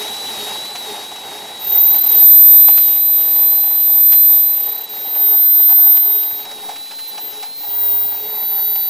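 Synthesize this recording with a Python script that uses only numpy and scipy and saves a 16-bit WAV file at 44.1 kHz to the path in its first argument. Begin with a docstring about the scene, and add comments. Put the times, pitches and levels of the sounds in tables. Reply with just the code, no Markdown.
"""A stick blender purees thick food in a tall beaker, close to a microphone on an open-air stage.
Its motor whines, sagging in pitch each time the blade dips into the paste. The blade hums, churns
and spits, and the beaker rings along. The loudspeakers feed back into the microphone, so very high
whistles swell and die, and the loudest overload its input. A hand makes two soft bumps."""
import sys
import numpy as np
from scipy import signal
from scipy.fft import rfft, irfft, next_fast_len
from scipy.io import wavfile
from scipy.ndimage import uniform_filter1d, map_coordinates

SR = 44100
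rng = np.random.default_rng(int(sys.argv[2]) if len(sys.argv) > 2 else 0)


def store_wav(level_fs):
    """Save 16-bit WAV to argv[1]."""
    pcm = np.round(np.clip(np.atleast_2d(level_fs), -1, 1) * 32767)
    wavfile.write(sys.argv[1], SR, pcm.T.astype(np.int16))


N = 392049
T = np.arange(N) / SR
TOP_HZ = 16000


def amp(db):
    """Turn decibels into a gain."""
    return 10 ** (np.asarray(db) / 20)


def unit(x):
    """Scale x to an average (rms) size of 1."""
    return x / np.sqrt(np.mean(x ** 2) + 1e-20)


def wobble(rate):
    """A smooth curve through `rate` random points a second."""
    return map_coordinates(rng.standard_normal(int(N * rate / SR) + 4), [T * rate])


def filtered(x, response):
    """Shape x with a gain that depends on frequency."""
    size = next_fast_len(N + SR // 2)
    return irfft(rfft(x, size) * response(np.fft.rfftfreq(size, 1 / SR)), size)[..., :N]


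def noise(spectrum, patchy_db, bins, frames):
    """Shaped noise with louder and softer patches, `bins` wide and `frames` long."""
    hz, db = np.transpose(spectrum)
    grid = signal.stft(rng.standard_normal(N), nperseg=512)[2]
    patches = uniform_filter1d(uniform_filter1d(rng.standard_normal(grid.shape), bins, 0), frames, 1)
    patchy = signal.istft(grid * amp(patchy_db * np.minimum(unit(patches), 1.5)), nperseg=512)[1][:N]
    return unit(filtered(patchy, lambda f: amp(np.interp(np.log(f + 1), np.log(hz), db))))


def shaft_tones(table, angle, flicker_db, rate):
    """Tones that repeat a whole number of times per shaft turn, each flickering on its own."""
    return sum(np.sqrt(2) * amp(db + flicker_db * wobble(rate))
               * np.sin(cycles * angle + rng.uniform(0, 2 * np.pi)) for cycles, db in table)


def glide(times, values):
    """Move smoothly between the low and high points of the hand's strokes."""
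    place = np.interp(T, times, np.arange(len(times)))
    step, part = np.floor(place), place % 1
    part = np.where(step % 2, part, part ** .75)  # the motor picks up speed early in each lift
    return np.interp(step + np.sin(np.pi / 2 * part) ** 2, np.arange(len(times)), values)


# Strokes of the hand, down into the paste and up again: (down time [s], whine there [Hz],
# up time [s], whine there [Hz], relative hum level [dB], relative churn level [dB])
STROKES = [(0, 3820, .23, 3941, -34, -31), (.44, 3786, .75, 3966, -39, -29),
           (.93, 3759, 1.17, 3882, -36, -33), (1.34, 3782, 1.55, 3885, -38, -33),
           (1.74, 3796, 1.88, 3890, -44, -34), (1.93, 3884, 2.02, 3988, -46, -32),
           (2.14, 3844, 2.41, 3938, -39, -34), (2.53, 3866, 2.66, 3950, -41, -36),
           (2.69, 3950, 2.76, 4064, -50, -36), (2.9, 3828, 3.09, 3957, -45, -39),
           (3.2, 3874, 3.3, 3910, -42, -38), (3.43, 3965, 3.6, 4008, -44, -35),
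           (3.98, 3920, 4.17, 4037, -49, -41), (4.35, 3885, 4.51, 3978, -48, -38),
           (4.66, 3856, 4.84, 3939, -40, -38), (4.99, 3836, 5.12, 3902, -46, -37),
           (5.31, 3836, 5.49, 3967, -37, -35), (5.61, 3903, 5.71, 3951, -43, -40),
           (5.89, 3890, 6.03, 3946, -48, -36), (6.15, 3829, 6.29, 3875, -39, -37),
           (6.4, 3848, 6.5, 3875, -49, -38), (6.62, 3829, 7.05, 4044, -45, -39),
           (7.15, 3965, 7.22, 3977, -53, -41), (7.38, 3891, 7.55, 4117, -41, -42),
           (7.7, 3930, 7.78, 3932, -48, -40), (7.94, 3853, 8.08, 3931, -47, -38),
           (8.27, 3842, 8.47, 3907, -40, -36), (8.6, 3835, 8.83, 3912, -44, -38)]
def strokes():
    """Lifting the blade frees the motor: the pitch rises while hum and churn thin out."""
    down_s, down_hz, up_s, up_hz, hum_db, churn_db = np.transpose(STROKES)
    times = np.ravel([down_s, up_s], "F")

    def level(down_db, loss_db_per_hz):
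        between_db = (down_db + np.append(down_db[1:], down_db[-1])) / 2
        up_db = between_db - loss_db_per_hz * (up_hz - down_hz)
        return glide(times, np.ravel([down_db, up_db], "F"))

    return glide(times, np.ravel([down_hz, up_hz], "F")), level(hum_db, .11), level(churn_db, .035)


# The motor's whining tones: (cycles per turn, relative level [dB])
WHINE_TONES = [(16, -15), (18, 4)]
SLOTS = 18  # cycles of the main whine per turn
def whine(angle, level_db):
    """The spinning motor sings; a tone an octave above comes and goes."""
    octave = shaft_tones([(2 * SLOTS, -19)], angle, flicker_db=4, rate=6)
    return amp(level_db - 4.04) * (shaft_tones(WHINE_TONES, angle, flicker_db=1.05, rate=12) + octave)


# The blade's tone: (cycles per turn, relative level [dB])
BLADE_TONE = [(2, -2.2)]
def blade_hum(angle, level_db):
    """The blade hums unsteadily at twice the turning speed."""
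    return amp(level_db) * shaft_tones(BLADE_TONE, angle + .4 * wobble(30), flicker_db=2.8, rate=25)


# Where the beaker's air and wall ring: (pitch [Hz], width [Hz], relative level [dB])
BEAKER_RINGS = [(373, 178, -8), (820, 120, 3.6), (2005, 570, -12.5)]
def beaker(x):
    """The beaker rings along with a sound inside it and thins out the bass."""
    def response(f):
        rings = sum((-1) ** k * amp(db) * 1j * f * width / (hz * hz - f * f + 1j * f * width)
                    for k, (hz, width, db) in enumerate(BEAKER_RINGS))
        return rings * 1j * f / (250 + 1j * f)

    return filtered(x, response)


def churn(level_db):
    """Paste goes through the blade in uneven gulps that ring the beaker."""
    gulps = amp(1.2 * wobble(25) + 1.9 * wobble(80))
    return amp(level_db - 1.2) * unit(beaker(gulps * rng.standard_normal(N)))


def shaft_hum(angle, effort_db):
    """The shaft hums once per turn, louder when the blender works harder."""
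    level_db = -63 + .9 * (effort_db - np.mean(effort_db))
    return amp(level_db) * shaft_tones([(1, 0)], angle, flicker_db=1.5, rate=15)


# Noise of the fan, the motor's brushes and the swirl: (frequency [Hz], relative level [dB])
RUSH_SPECTRUM = [(35, -25), (90, -17), (330, -7.5), (830, -12.5), (1370, -18), (3860, -8.5), (7900, -17),
                 (9500, -16), (12800, -14), (13600, -36)]
def rush(motor_db, churn_db, load):
    """Fan and brushes hiss more under load; the part below about 1500 Hz is swirling paste."""
    air = noise(RUSH_SPECTRUM, patchy_db=1.74, bins=9, frames=6)
    swirl = filtered(air, lambda f: 1 / (1 + (f / 1500) ** 2))
    hiss = amp(motor_db - 1.42 + 1.2 * load) * (air - swirl)
    return hiss + amp((churn_db + motor_db) / 2 - 1.6) * swirl


# A very high, patchy hiss: (frequency [Hz], relative level [dB])
SHIMMER_SPECTRUM = [(5590, -70), (9500, -40), (11700, 8), (15200, -2), (16000, -21)]
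# A thin tone within that hiss: (cycles per turn, relative level [dB])
SHIMMER_TONE = [(54, -11)]
def shimmer(angle, level_db):
    """A faint, flickering treble hiss with one thin tone in it."""
    hiss = amp(-4.5) * noise(SHIMMER_SPECTRUM, patchy_db=13, bins=4, frames=9)
    return amp(level_db) * (hiss + shaft_tones(SHIMMER_TONE, angle, flicker_db=4, rate=30))


# Lower notes of the loop from loudspeaker to microphone: (pitch [Hz])
LOOP_NOTES = [4453, 4588]
def loop_ringing(x, width_hz=6):
    """The motor's rush sets narrow notes of the loop ringing; each comes and goes."""
    def ring(hz):
        return filtered(x, lambda f: 1j * f * width_hz / (hz * hz - f * f + 1j * f * width_hz))

    return sum(amp(3 + 3 * wobble(3)) * ring(hz) for hz in LOOP_NOTES)


# The motor's slowly changing loudness: (time [s], relative level [dB])
MOTOR_LEVEL = [(0.48, -29), (1.21, -35.1), (2.16, -31.5), (2.46, -36.0), (2.73, -32), (3.01, -37),
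               (3.65, -35.5), (3.97, -40), (4.15, -34), (4.29, -37.5), (8.79, -38)]
def blender():
    """The blender's whine, hum, churn and rush in the centre; alongside them plays a faint, wide, flickering
    treble hiss."""
    hz, hum_db, churn_db = strokes()
    whine_db = np.interp(T, *np.transpose(MOTOR_LEVEL))
    motor_db = uniform_filter1d(whine_db, SR // 3)
    load = (uniform_filter1d(hz, SR // 2) - hz) / 50  # high when thick paste slows the motor
    angle = 2 * np.pi * np.cumsum(hz + 3 * wobble(150)) / SR / SLOTS
    angle += .017 * np.sin(2 * np.pi * 100 * T)  # mains power pushes twice per cycle
    centre = whine(angle, whine_db) + blade_hum(angle, hum_db) + churn(churn_db)
    centre += shaft_hum(angle, churn_db + motor_db)
    rushing = rush(motor_db, churn_db, load)
    wide = shimmer(angle, motor_db)
    return centre + rushing + loop_ringing(rushing), wide


# Spits of food and air: (time [s], relative crackle level [dB], relative plop level [dB], length [s])
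SPITS = [(.652, -24, -38, .015), (.752, -21, -28, .03), (1.115, -26, -27, .015), (1.158, -25, -40, .02),
         (1.944, -22, -23.5, .013), (2.683, -20.5, -16, .017), (2.772, -19.5, -33, .032),
         (4.118, -20.5, -33, .04), (5.15, -27, -40, .015), (5.689, -28, -26, .05),
         (5.721, -24.5, -29, .015), (5.969, -18.5, -46, .012), (6.23, -26, -40, .014),
         (6.451, -27, -29, .016), (6.512, -25, -41, .016), (6.686, -28, -27.5, .055),
         (6.758, -25, -36, .016), (6.908, -29, -38, .035), (6.985, -30, -44, .035), (7.176, -26, -32, .028),
         (7.425, -26, -32, .034), (7.63, -35, -32, .04), (8.755, -24, -33, .015)]
def spits():
    """Each spit is a spiky burst of crackle and a few plops that ring the beaker."""
    crackle, plops = np.zeros((2, N + SR))
    t = np.arange(SR // 5) / SR
    for start, crackle_db, plop_db, length in SPITS:
        age = 3 * t / length
        swell = np.sqrt(age) * np.exp(1 - age)  # a quick rise, then a fade
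        spikes = rng.standard_normal((2, len(t))) * amp(4.6 * rng.standard_normal(len(t)))
        crackle[round(start * SR):][:len(t)] += amp(crackle_db - 2.5) * swell * spikes[0]
        plops[round(start * SR):][:len(t)] += amp(plop_db + 12) * swell * spikes[1]
    bright_band = lambda f: (1j * f / (1000 + 1j * f)) ** 2 / (1 + 1j * f / 9000) ** 4
    hollow_band = lambda f: (1j * f * 700 / (830 ** 2 - f * f + 1j * f * 700)) ** 2
    return filtered(crackle[:N], bright_band) + filtered(beaker(plops[:N]), hollow_band)


def whistle(hz, db, spacing_hz=38):
    """One note of the feedback loop; its neighbours on both sides ring faintly."""
    db = db - 20 * np.maximum(-38 - db, 0) * (hz > TOP_HZ / 2)  # high notes drop away steeply below -38 dB
    phase = 2 * np.pi * np.cumsum(hz) / SR
    beat = 2 * np.pi * spacing_hz * T
    neighbours = .055 * (wobble(12) * np.cos(beat) + wobble(12) * np.sin(beat))
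    return amp(db + 3.5) * (np.sin(phase) + neighbours * np.sin(phase + .39))


# The two loudest whistles, a list for each: (time [s], pitch [Hz], relative level [dB])
LONG_WHISTLES = [
    [(1.6, 13662, -40), (1.79, 13663, -13), (1.91, 13663, -12), (2.03, 13664, -17), (2.25, 13666, -4.6),
     (2.57, 13669, -4.6), (2.97, 13673, -13), (3.16, 13673, -11), (3.26, 13672, -14), (3.43, 13672, -10),
     (3.71, 13670, -14), (4.07, 13669, -8), (4.33, 13669, -8), (4.7, 13676, -20), (4.86, 13677, -33)],
    [(4.36, 13642, -40), (4.45, 13642, -28), (4.845, 13643, -29), (4.87, 13643, -54), (4.9, 13642, -28),
     (5.09, 13644, -22), (5.23, 13646, -11), (5.91, 13646, -7), (6.03, 13645, -12), (6.16, 13644, -13),
     (6.41, 13643, -26), (6.46, 13643, -39)],
]
# Whistles that swell once: (start [s], peak [s], end [s], pitch [Hz], relative peak level [dB])
SHORT_WHISTLES = [(1.72, 2.06, 2.28, 13627, -17), (1.57, 1.8, 2.16, 14183, -13),
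                  (1.58, 1.83, 2.15, 14220, -16), (1.95, 2.2, 2.72, 14221, -18),
                  (1.67, 1.79, 2.02, 14579, -22), (2.04, 2.11, 2.32, 14584, -26),
                  (7.06, 7.09, 7.13, 13641, -31), (7.16, 7.26, 7.39, 13641, -27),
                  (7.52, 7.92, 8.42, 14505, -14), (7.97, 8.68, 9.6, 14035, -16.5),
                  (7.55, 8.7, 10, 13639, -29.5), (7.5, 9.8, 10, 4588, -34)]
# The hiss around the whistles: (frequency [Hz], relative level [dB])
WHISTLE_HISS = [(13350, -70), (13500, 0), (14700, -3), (15300, -70)]
def feedback():
    """Sound circles from loudspeaker to microphone, so whistles grow and die. A hiss rides along."""
    whistles = sum(whistle(np.interp(T, times, hz), np.interp(T, times, db, -200, -200))
                   for times, hz, db in map(np.transpose, LONG_WHISTLES))
    for start, peak, end, hz, db in SHORT_WHISTLES:
        before = np.clip((peak - T) / (peak - start), 0, 9)
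        after = np.clip((T - peak) / (end - peak), 0, 9)
        cut_db = 200 * np.maximum(np.maximum(before, after) - 1, 0)  # silence outside the swell
        whistles += whistle(np.full(N, hz), db - 32 * (before ** 2.2 + after ** 1.8) - cut_db)
    level = uniform_filter1d(np.abs(whistles), SR // 50)
    hiss_gain = amp(-44) * np.abs(level) ** .25 * np.clip(level * 150, 0, 1)
    return whistles + hiss_gain * noise(WHISTLE_HISS, patchy_db=2, bins=30, frames=4)


# Knocks of a hand: (time [s], level [dB], pitch [Hz])
BUMPS = [(2.53, -42, 50), (6.33, -44, 95)]
def bumps():
    """A hand knocks the microphone or table: soft, low thuds about two cycles long."""
    return sum(amp(db) * np.exp(-((T - time) * hz) ** 2) * np.sin(2 * np.pi * hz * (T - time))
               for time, db, hz in BUMPS)


# Faint, very high whistles: (start [s], end [s], pitch [Hz], level [dB])
FAINT_WHISTLES = [(6.45, 8.05, 13639, -31), (7.05, 7.6, 14507, -36)]
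def faint_whistles():
    """Faint, very high, wavering whistles, heard wide because left and right swing opposite ways."""
    whistles = np.zeros(N)
    for start, end, hz, db in FAINT_WHISTLES:
        fade = np.clip(np.minimum(T - start, end - T) * 60, 0, 1)
        whistles += amp(db + 2 * wobble(15)) * fade * np.sqrt(2) * np.sin(2 * np.pi * hz * T)
    return whistles


def scene():
    """Nearly everything is in the centre; faint treble is added on the left, subtracted on the right."""
    centre, wide = blender()
    centre = centre + spits() + bumps() + feedback()
    wide = wide + faint_whistles()
    return np.array([centre + wide, centre - wide])


def record(dry, full_scale=.98, input_rate_hz=48000):
    """Loud whistles overload the input, which squashes their peaks and adds lower tones."""
    analytic = signal.hilbert(dry, next_fast_len(N))[:, :N]  # holds the wave's size and phase
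    size = np.abs(analytic) + 1e-9
    squashed = dry / (1 + (size / full_scale) ** 12) ** (1 / 12)
    lost = np.abs(dry - squashed) / (np.abs(dry) + 1e-9) * size
    difference_tones = filtered(.018 * size ** 2, lambda f: (1j * f / (45 + 1j * f)) ** 2)
    # an overtone at three times the pitch is too high for the converter and folds down
    folded = np.real(np.conj(analytic / size) ** 3 * np.exp(2j * np.pi * input_rate_hz * T))
    return filtered(squashed + difference_tones + amp(-16) * lost * folded, lambda f: f < TOP_HZ)


dry = scene()
out = record(dry)
store_wav(out)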